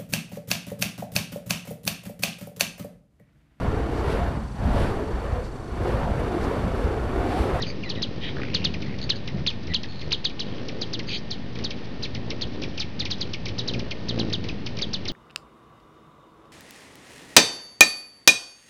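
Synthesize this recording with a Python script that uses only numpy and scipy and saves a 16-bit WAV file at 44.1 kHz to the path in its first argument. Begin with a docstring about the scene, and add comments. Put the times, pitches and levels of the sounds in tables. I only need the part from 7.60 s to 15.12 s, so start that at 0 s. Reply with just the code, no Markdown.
"""Hummingbirds round a feeder

Hummingbirds crowd round a hand-held feeder in a back yard. Sharp falling chips, lighter ticks and warbled
squeals are swept whistles with an octave; buzzy trills and chatter are a rough whistle gated in quick bursts.
Wings hum and purr as trains of air pulses with swishing noise; gusts are decaying low sines.
Behind lie faint far ticks, coloured air noise, a yard tail and a fence echo. A small camera with
a low sample rate folds the overtones down and adds a faint whine."""
import sys
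import numpy as np
from scipy import signal
from scipy.fft import rfft, irfft
from scipy.io import wavfile
from scipy.ndimage import uniform_filter1d, map_coordinates

SR = 44100
rng = np.random.default_rng(int(sys.argv[2]) if len(sys.argv) > 2 else 0)


def int16_out(signal):
    """Quantize to a 16-bit WAV file."""
    q = np.round(np.clip(np.atleast_2d(signal).T, -1, 1) * 32767)
    wavfile.write(sys.argv[1], SR, q.astype(np.int16))


N = 331632
TIME = np.arange(N) / SR
UPSTROKE_S = .0062   # from call onset to top of sweep


def from_db(db):
    """Amplitude ratio of a level in dB."""
    return 10 ** (np.asarray(db) / 20)


def rms_one(x):
    """Scale to rms 1."""
    return x / np.sqrt(np.mean(x ** 2) + 1e-20)


def read(rows, t):
    """Interpolate each column of a curve at the times t."""
    s, *columns = np.transpose(rows)
    return [np.interp(t, s, c) for c in columns]


def add(out, s, sound):
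    """Mix a sound in from time s on."""
    at = round(s * SR) + np.arange(len(sound))
    inside = (at >= 0) & (at < N)
    out[at[inside]] += sound[inside]


def wander(per_s, t):
    """Smooth random curve, spread about 1, over the times t."""
    steps = (t - t[0]) * per_s
    knots = rng.standard_normal(int(steps[-1]) + 4)
    return map_coordinates(knots, [steps + 1], order=2, mode="nearest")


def low_pass(x, hz):
    """Second-order low-pass."""
    return signal.sosfilt(signal.butter(2, min(hz, .45 * SR), fs=SR, output="sos"), x)


def noise(spectrum):
    """Gaussian noise of a given spectrum, log-interpolated in frequency; rms 1."""
    hz, db = np.transpose(spectrum)
    bins_hz = np.maximum(np.arange(N // 2 + 1) * SR / N, 1)
    gain = from_db(np.interp(np.log(bins_hz), np.log(hz), db))
    return rms_one(irfft(rfft(rng.standard_normal(N)) * gain, N))


def turns(per_s):
    """Cycles done so far at a changing rate."""
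    return np.cumsum(per_s) / SR


def syrinx(hz, overtone_db):
    """Voice: a whistle with a weaker octave."""
    phase = 2 * np.pi * turns(hz)
    return np.sin(phase) + from_db(overtone_db) * np.sin(2 * phase)


def sweep(t, top_hz, knee_hz, fall_s, sag_hz_per_s, overtone_db, rough):
    """One call: pitch shoots up, rounds the top, drops to a knee, sags, then droops at the end."""
    rising = top_hz * np.exp(np.minimum(t, 0) / .0062)
    drop = np.exp(-(np.maximum(t, 0) / fall_s) ** 1.136)
    falling = knee_hz + (top_hz - knee_hz) * drop - sag_hz_per_s * t
    droop = 1 - .12 * np.exp((t - t[-1]) / .0036)
    hz = np.where(t < 0, rising, falling) * droop * (1 + rough * wander(656, t))
    return from_db(1.6 * wander(300, t)) * syrinx(hz, overtone_db)


def envelope(t, attack_s, hold_s, fade_db, fade_s, release_s):
    """A call opens, holds past the top of its sweep, fades to a softer tail and closes."""
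    opening = np.clip((t - t[0]) / attack_s, 0, 1) ** 2
    closing = np.clip((t[-1] - t) / release_s, 0, 1) ** 2
    fade = from_db(fade_db * (np.exp(-np.maximum(t - hold_s, 0) / fade_s) - 1))
    return opening * closing * fade


def scattered(call, share, spread_s):
    """Feeder, arm and ground throw back 24 faint early copies, at new delays for every call."""
    paths = np.zeros(int(.03 * SR))
    delays = (.0012 + rng.exponential(spread_s, size=24)) * SR
    signs = rng.choice([-1, 1], len(delays))
    paths[delays.astype(int) % len(paths)] = share * signs / np.sqrt(len(delays))
    paths[0] = 1   # direct path
    return signal.fftconvolve(call, paths)


# chips: sweep top t/s, dry level/dB, knee f/Hz, fall time/s, upstroke level/dB
CHIP_CALLS = [(.019, -23.5, 3300, 0.0079, -20), (0.2954, -23.5, 3380, .0081, -13),
              (.423, -20, 3430, 0.0068, -12), (.945, -17, 3530, .0067, -12.5),
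              (1.0463, -16, 3450, 0.0068, -12), (1.4977, -15.5, 3490, 0.0066, -10.5),
              (1.8692, -15.5, 3680, 0.0056, -3.5), (2.1415, -17, 3480, 0.0064, -4),
              (2.5238, -16, 3680, .0066, -2.5), (2.6472, -17.5, 3600, 0.0061, -14),
              (2.798, -22, 3430, .0082, -5), (3.213, -21.5, 3580, 0.0085, -24),
              (3.333, -21.5, 3450, 0.008, -15), (3.708, -25, 3720, .0066, -12),
              (4.042, -23, 3780, 0.0076, -12), (4.4282, -24.5, 3570, 0.0085, -12.5),
              (4.8155, -22, 3500, 0.007, -10.5), (5.198, -22, 3420, 0.0093, -13),
              (5.396, -21, 3610, .0074, -15), (5.5092, -21, 3630, .0077, -10),
              (5.609, -22, 3500, 0.0085, -20), (5.985, -23.5, 3440, .0086, -10.5),
              (6.079, -22, 3540, 0.0073, -12), (6.4879, -23, 3620, 0.0062, -14),
              (6.593, -22, 3400, 0.0074, -5.5), (6.731, -19, 3490, 0.0064, -10),
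              (7.2187, -21, 3730, .0059, -6.5), (7.335, -19.5, 3510, 0.0081, -14),
              (7.4804, -23, 3490, 0.0074, -11)]


def chips(length_s, swell_s):
    """Loud chips: force sets the upstroke, turnover dip and tail; nearer calls are drier and richer."""
    out, t = np.zeros(N), np.arange(-UPSTROKE_S, length_s, 1 / SR)
    upstroke = np.clip(.5 - t / swell_s, 0, 1)
    turn_db = 11.5 * np.exp(-(t / .0021) ** 2)   # voice dips as the pitch turns over
    for s, db, knee_hz, fall_s, upstroke_db in CHIP_CALLS:
        nearness_db, force = db + 18.5, np.clip(1 + upstroke_db / 13, 0, 1)
        top_hz, overtone_db = 5559.5 - 25 * nearness_db, -14.5 + .35 * nearness_db
        call = sweep(t, top_hz, knee_hz, fall_s, 20000, overtone_db, rough=.0078)
        call *= envelope(t, attack_s=.0014, hold_s=.0094, fade_db=13 - 4 * force,
                         fade_s=.0064, release_s=.004)
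        call *= from_db(db + upstroke_db * upstroke - force * turn_db)
        add(out, s + t[0], scattered(call, share=.36 * from_db(-.7 * nearness_db), spread_s=.0073))
    return out


def tick(knee_hz, fall_s, overtone_db, rough):
    """A lighter call that plunges faster and lower, loudest near its top."""
    t = np.arange(-UPSTROKE_S, .02, 1 / SR)
    shape = envelope(t, attack_s=.0068, hold_s=.0023, fade_db=7.5, fade_s=.0044, release_s=.0078)
    soft_upstroke = from_db(-5 * np.clip(-t / .0024, 0, 1))
    return shape * soft_upstroke * sweep(t, 5700, knee_hz, fall_s, 45000, overtone_db, rough)


# ticks: sweep top t/s, dry level/dB, knee f/Hz, fall time/s
TICK_CALLS = [(1.14, -30, 2570, .0012), (1.22, -30.5, 2710, .0024), (1.387, -37, 2610, 0.0031),
              (1.676, -28.5, 2562, 0.0021), (1.902, -30.5, 2950, 0.0017), (2.071, -36, 2560, 0.0034),
              (2.2329, -30, 2400, 0.0037), (2.412, -33.5, 2580, 0.0037), (2.5085, -30, 3020, .0017),
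              (2.697, -37, 2720, .0017), (3.0852, -28.5, 2550, .0036), (3.3922, -29, 2525, .0034),
              (3.5155, -33, 2820, 0.0017), (3.955, -37, 2550, .0017), (3.988, -37.5, 2620, 0.002),
              (4.1062, -29, 2890, .0018), (4.448, -28.5, 2660, 0.0034), (4.549, -28.5, 2560, 0.003),
              (4.7046, -27, 2800, 0.0026), (5.019, -30.5, 2930, 0.0033), (5.036, -29.5, 2710, 0.0017),
              (5.177, -25.5, 2950, 0.0019), (5.219, -30, 2700, .003), (5.416, -31, 2600, 0.0022),
              (5.4529, -26, 2770, 0.0028), (5.5035, -35, 2400, 0.0039), (5.7359, -25.5, 2815, 0.0019),
              (5.857, -26, 2760, 0.0024), (5.883, -29.5, 2410, 0.0066), (6.136, -27, 2893, .0017),
              (6.194, -29.5, 2850, 0.0041), (6.31, -24, 2740, 0.0023), (6.6997, -34, 2400, 0.0033),
              (6.8403, -35.5, 2510, .0017), (6.8876, -26, 2920, .0018), (7.0632, -27, 2810, 0.0037),
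              (7.17, -33.5, 2870, 0.0029), (7.1884, -28.5, 2610, 0.0023), (7.454, -31.5, 2570, 0.0021)]


def ticks():
    """Short light calls of the birds round the feeder."""
    out = np.zeros(N)
    for s, db, knee_hz, fall_s in TICK_CALLS:
        call = tick(knee_hz, fall_s, overtone_db=-9.0, rough=.018)
        add(out, s - UPSTROKE_S, from_db(db) * scattered(call, share=.6, spread_s=.007))
    return out


# squeals of chasing birds: t/s, length/s, dry level/dB, start f/Hz, end f/Hz, warble rate/Hz, depth/Hz
SQUEAL_CALLS = [(0.0, 0.016, -36, 1920, 1870, 120, 60), (0.056, .065, -38.5, 4500, 4760, 97, 262),
                (0.231, .012, -35, 3040, 2170, 70, 70), (.237, 0.058, -39.5, 2200, 1850, 120, 50),
                (.349, 0.014, -38, 4300, 2200, 140, 70), (0.354, 0.052, -42, 2005, 1880, 120, 50),
                (0.594, 0.13, -39, 3410, 3470, 132, 420), (0.607, .09, -36, 2586, 2400, 146, 700),
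                (1.522, 0.023, -41.5, 1850, 1550, 250, 50), (2.094, 0.039, -40, 2260, 1740, 120, 160),
                (3.467, .026, -42.5, 4850, 4340, 105, 350), (3.473, .105, -30.5, 3600, 3416, 108, 1276),
                (3.523, 0.065, -31, 3570, 3920, 130, 750), (3.566, 0.028, -39, 4370, 5320, 155, 400)]


def squeals():
    """Held notes whose pitch shakes quickly and unevenly; low notes are reedy, faint ones wetter."""
    out = np.zeros(N)
    for s, length_s, db, start_hz, end_hz, warble_hz, depth_hz in SQUEAL_CALLS:
        t = np.arange(0, length_s, 1 / SR)
        warble = np.sin(2 * np.pi * turns(warble_hz * (1 + .08 * wander(80, t))))
        shake = warble + .13 * wander(900, t)
        hz = np.linspace(start_hz, end_hz, len(t)) + depth_hz * shake
        swell = signal.windows.tukey(len(t), .45) * from_db(db + 2.5 * wander(236, t))
        call = swell * syrinx(hz, np.interp(hz, [1900, 3000], [-5, -15]))
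        add(out, s, scattered(call, share=np.interp(db, [-40, -30], [.85, .3]), spread_s=.0045))
    return out


# buzzy trills and chatter: t/s, length/s, dry level before x2 gain/dB, start f/Hz, end f/Hz, burst rate/Hz
TRILL_CALLS = [(0.051, 0.057, -37, 2450, 2500, 29.6), (0.677, 0.047, -34, 1880, 2285, 33.6),
               (0.761, .044, -35.5, 1492, 1616, 59), (.811, 0.041, -31.5, 1867, 2065, 64),
               (.844, 0.12, -39, 2190, 2400, 60), (0.929, .16, -39.5, 2370, 2745, 95),
               (1.242, .12, -44.5, 2130, 2104, 66), (1.41, .043, -35.5, 4140, 4300, 84),
               (1.556, .016, -40, 4400, 4640, 160), (2.27, 0.19, -46.5, 4200, 4250, 83),
               (2.849, .18, -47.5, 3400, 2690, 70)]


def trills():
    """A rough-pitched whistle gated in quick bursts, each row at its own rate; faint trills are wetter."""
    out = np.zeros(N)
    for s, length_s, db, start_hz, end_hz, burst_hz in TRILL_CALLS:
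        t = np.arange(0, length_s, 1 / SR)
        hz = np.linspace(start_hz, end_hz, len(t)) + 360 * wander(1500, t)
        bursts = turns(burst_hz * (1 + .042 * wander(60, t)))
        from_burst_s = (bursts % 1 - .5) / burst_hz
        gate = np.exp(-(from_burst_s / .0017) ** 2) * signal.windows.tukey(len(t), .2)
        call = from_db(db + 2 * wander(90, t)) * gate * syrinx(hz, overtone_db=-13.0)
        add(out, s, 2 * scattered(call, share=np.interp(db, [-41, -33], [.8, .4]), spread_s=.0077))
    return out


def wingbeats(per_s, push_s, backstroke):
    """Each stroke sucks and pushes air; the backstroke, half a beat away, is scaled; rms 1."""
    beat = turns(per_s)
    down, back = (((beat + shift) % 1 - .5) / per_s / push_s for shift in (0, .5))
    return rms_one(down * np.exp(-down ** 2) + backstroke * back * np.exp(-back ** 2))


# feather swish spectrum: f/Hz, relative level/dB
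SWISH_SPECTRUM = [(120, -23), (260, -3.5), (400, -3.5), (540, -6.5), (750, -19), (1200, -24.5), (2500, -32)]


def swish(strokes):
    """Air swishes off the feathers at every stroke; rms 1."""
    return rms_one(noise(SWISH_SPECTRUM) * np.sqrt(.37 + rms_one(low_pass(strokes, 200)).clip(0)))


# birds darting past: closest t/s, purr level/dB, passing time/s, beat rate/Hz, stroke push/s, swish level/dB
# levels apply at the closest point
WING_PASSES = [(.01, -28, 0.039, 57, .0022, -39), (.37, -35.5, 0.082, 53, 0.0013, -41.5),
               (0.579, -35, 0.021, 63, .0022, -48), (.78, -38, 0.064, 71, 0.0035, -39.5),
               (1.06, -32.5, 0.082, 80, 0.0028, -46), (1.29, -34.5, .04, 68, .002, -48),
               (1.45, -35, 0.056, 64, 0.0031, -42), (1.78, -31.5, 0.051, 67, 0.0027, -44.5),
               (2.1, -30.5, 0.035, 80, .0028, -42), (2.5, -33.5, 0.066, 72, 0.0029, -40.5),
               (2.88, -35.5, 0.067, 51, 0.0014, -40), (3.38, -38, .07, 54.4, 0.0011, -45.5),
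               (4.01, -31.5, 0.048, 57.6, 0.0016, -36.5), (4.42, -39, 0.051, 46, 0.0026, -45.5),
               (4.58, -30.5, 0.025, 54, 0.0022, -49), (4.72, -36, 0.048, 58, .0014, -40),
               (4.86, -34.5, .03, 56, 0.0027, -42), (5.02, -36, 0.077, 50, 0.0013, -39),
               (5.42, -36.5, 0.065, 47, .0024, -50.5), (5.679, -38.5, 0.048, 44, 0.0019, -42.5),
               (5.9, -35, 0.081, 49.4, 0.0025, -44), (6.16, -32.5, 0.072, 57.6, 0.0017, -42.5),
               (6.6, -27, 0.09, 56.2, 0.0015, -33), (6.89, -32.5, 0.066, 49.7, 0.0017, -42.5),
               (7.22, -38.5, 0.085, 58, 0.0015, -44), (7.46, -41, 0.072, 55, .002, -48.5)]


def passes(backstroke, snap):
    """A close bird purrs and swishes by the inverse square of distance, with a snap as the wing turns."""
    out, t = np.zeros(N), np.arange(-.5, .5, 1 / SR)
    air = noise(SWISH_SPECTRUM)
    for s, db, passing_s, beat_hz, push_s, swish_db in WING_PASSES:
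        distance = np.hypot(1, t / passing_s)
        swing = .03 * t / passing_s / distance   # beat is faster on the way in, slower on the way out
        rate_hz = beat_hz * (1 - swing + .012 * wander(20, t))
        strokes = wingbeats(rate_hz, push_s, backstroke)
        purr = rms_one(strokes + snap * wingbeats(rate_hz, push_s=.00064, backstroke=.1))
        pulse = np.sqrt(.44 + low_pass(purr ** 2, 180).clip(0))
        rush = rms_one(np.roll(air, rng.integers(N))[:len(t)] * pulse)
        sound = from_db(db + 2.3 * wander(55, t)) * purr + from_db(swish_db) * rush
        add(out, s + t[0], sound * signal.windows.tukey(len(t), .5) / distance ** 2)
    return out


# hovering flock, interpolated: t/s, swish level before trim/dB, hum level before trim/dB
FLOCK_LEVELS = [(0.0, -39, -36), (0.6, -40, -36.5), (0.9, -39, -32.5), (2.26, -47, -38.5), (2.74, -46, -44),
                (3.01, -37.5, -37.5), (3.54, -44, -38), (4.38, -43.5, -39), (4.92, -40.5, -35),
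                (5.23, -44.5, -38), (5.9, -44, -36.5), (6.03, -38.5, -34.5), (6.43, -41.5, -38),
                (6.72, -42.5, -32.5), (6.97, -44.5, -35), (7.52, -40.5, -36)]
FLOCK_HUM_TRIM_DB, FLOCK_SWISH_TRIM_DB = -.5, .26


def flock(count):
    """Hovering birds hum together, each at its own beat and shifting level; the summed hum is evened."""
    swish_db, hum_db = read(FLOCK_LEVELS, TIME)
    hum, strokes = 0, 0
    for beat_hz in np.linspace(43, 60, count):
        rate_hz = beat_hz * np.exp(.07 * wander(6, TIME))
        wings = wingbeats(rate_hz, push_s=.0016, backstroke=.29) * from_db(2.9 * wander(5, TIME))
        hum, strokes = hum + wings, strokes + wings ** 2
    even_hum = hum / np.sqrt(uniform_filter1d(hum ** 2, size=8000) + 1e-9)
    hum_gain, swish_gain = from_db(hum_db + FLOCK_HUM_TRIM_DB), from_db(swish_db + FLOCK_SWISH_TRIM_DB)
    return hum_gain * even_hum + swish_gain * swish(strokes)


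# wing gusts on the microphone: t/s, level before decay/dB
WING_GUSTS = [(1.745, -15.5), (1.760, -21), (1.772, -32), (1.813, -22)]


def gusts(thump_hz, decay_s):
    """Downwash knocks on the microphone in short dull thumps."""
    out, t = np.zeros(N), np.arange(0, .05, 1 / SR)
    thump = np.sin(2 * np.pi * thump_hz * t) * np.exp(-t / decay_s)
    for s, db in WING_GUSTS:
        add(out, s, from_db(db) * thump)
    return out


def far_birds(dry_db, count):
    """Faint, heavily scattered ticks at random times from birds waiting in the trees."""
    out = np.zeros(N)
    for when, size, pitch in rng.random((count, 3)):
        call = tick(2500 + 900 * pitch, .003, overtone_db=-11, rough=.04)
        far_call = scattered(call, share=1.8, spread_s=.022)
        add(out, when * N / SR, from_db(dry_db - 4 * size) * far_call)
    return out


def yard(x, wet_db, t60_s, fence_s, fence_db):
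    """A thin tail from grass and trees, and one echo off the fence."""
    t = np.arange(0, .5, 1 / SR)
    tail = rng.standard_normal(len(t)) * from_db(-60 * t / t60_s) * (1 - np.exp(-t / .0072))
    tail *= from_db(wet_db) / np.sqrt(np.sum(tail ** 2))
    echo = from_db(fence_db) * (np.arange(len(t)) == round(fence_s * SR))
    return x + signal.fftconvolve(x, tail + echo)[:N]


# background air spectrum: f/Hz, relative level/dB
AIR_SPECTRUM = [(25, -1), (50, -1), (110, -1.5), (250, -2.5), (500, -18.5), (800, -14), (1400, -21.5),
                (2500, -19), (4000, -23), (5000, -24), (5500, -28.5), (5900, -73.5)]


def background_air(level_db):
    """Coloured noise with a slightly wandering level."""
    return from_db(level_db + .5 * wander(7.5, TIME)) * noise(AIR_SPECTRUM)


def camera_whine(rms_db, centre_hz):
    """Faint sine whose pitch wanders by a few Hz."""
    hz = centre_hz + 1.9 * wander(15, TIME)
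    return from_db(rms_db) * np.sqrt(2) * np.sin(2 * np.pi * turns(hz))


def scene():
    """Calls ring in the yard; wings, air and whine stay dry."""
    calls = chips(length_s=.03, swell_s=.0082) + ticks() + squeals() + trills()
    calls += far_birds(dry_db=-45.5, count=26)
    wings = passes(backstroke=.28, snap=.2) + flock(count=5) + gusts(thump_hz=176, decay_s=.009)
    yard_calls = yard(calls, wet_db=-19.5, t60_s=.3, fence_s=.06, fence_db=-41.0)
    return (yard_calls + wings + background_air(-40.5) + camera_whine(-59, 1823))[None]


def record(dry):
    """Every fourth sample is kept, so overtones fold down; soft smoothing lets mirror tones through above."""
    dc_offset, cutoff_hz = -.0284, 7558
    kept = 4 * dry * (np.arange(N) % 4 == 0)
    smoothing = signal.firwin(49, SR / 8, window=("kaiser", 7), fs=SR)
    smooth = signal.fftconvolve(kept, smoothing[None], mode="same")
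    return dc_offset + signal.sosfilt(signal.ellip(8, .1, 70, cutoff_hz, fs=SR, output="sos"), smooth)


dry = scene()
out = record(dry)
int16_out(out)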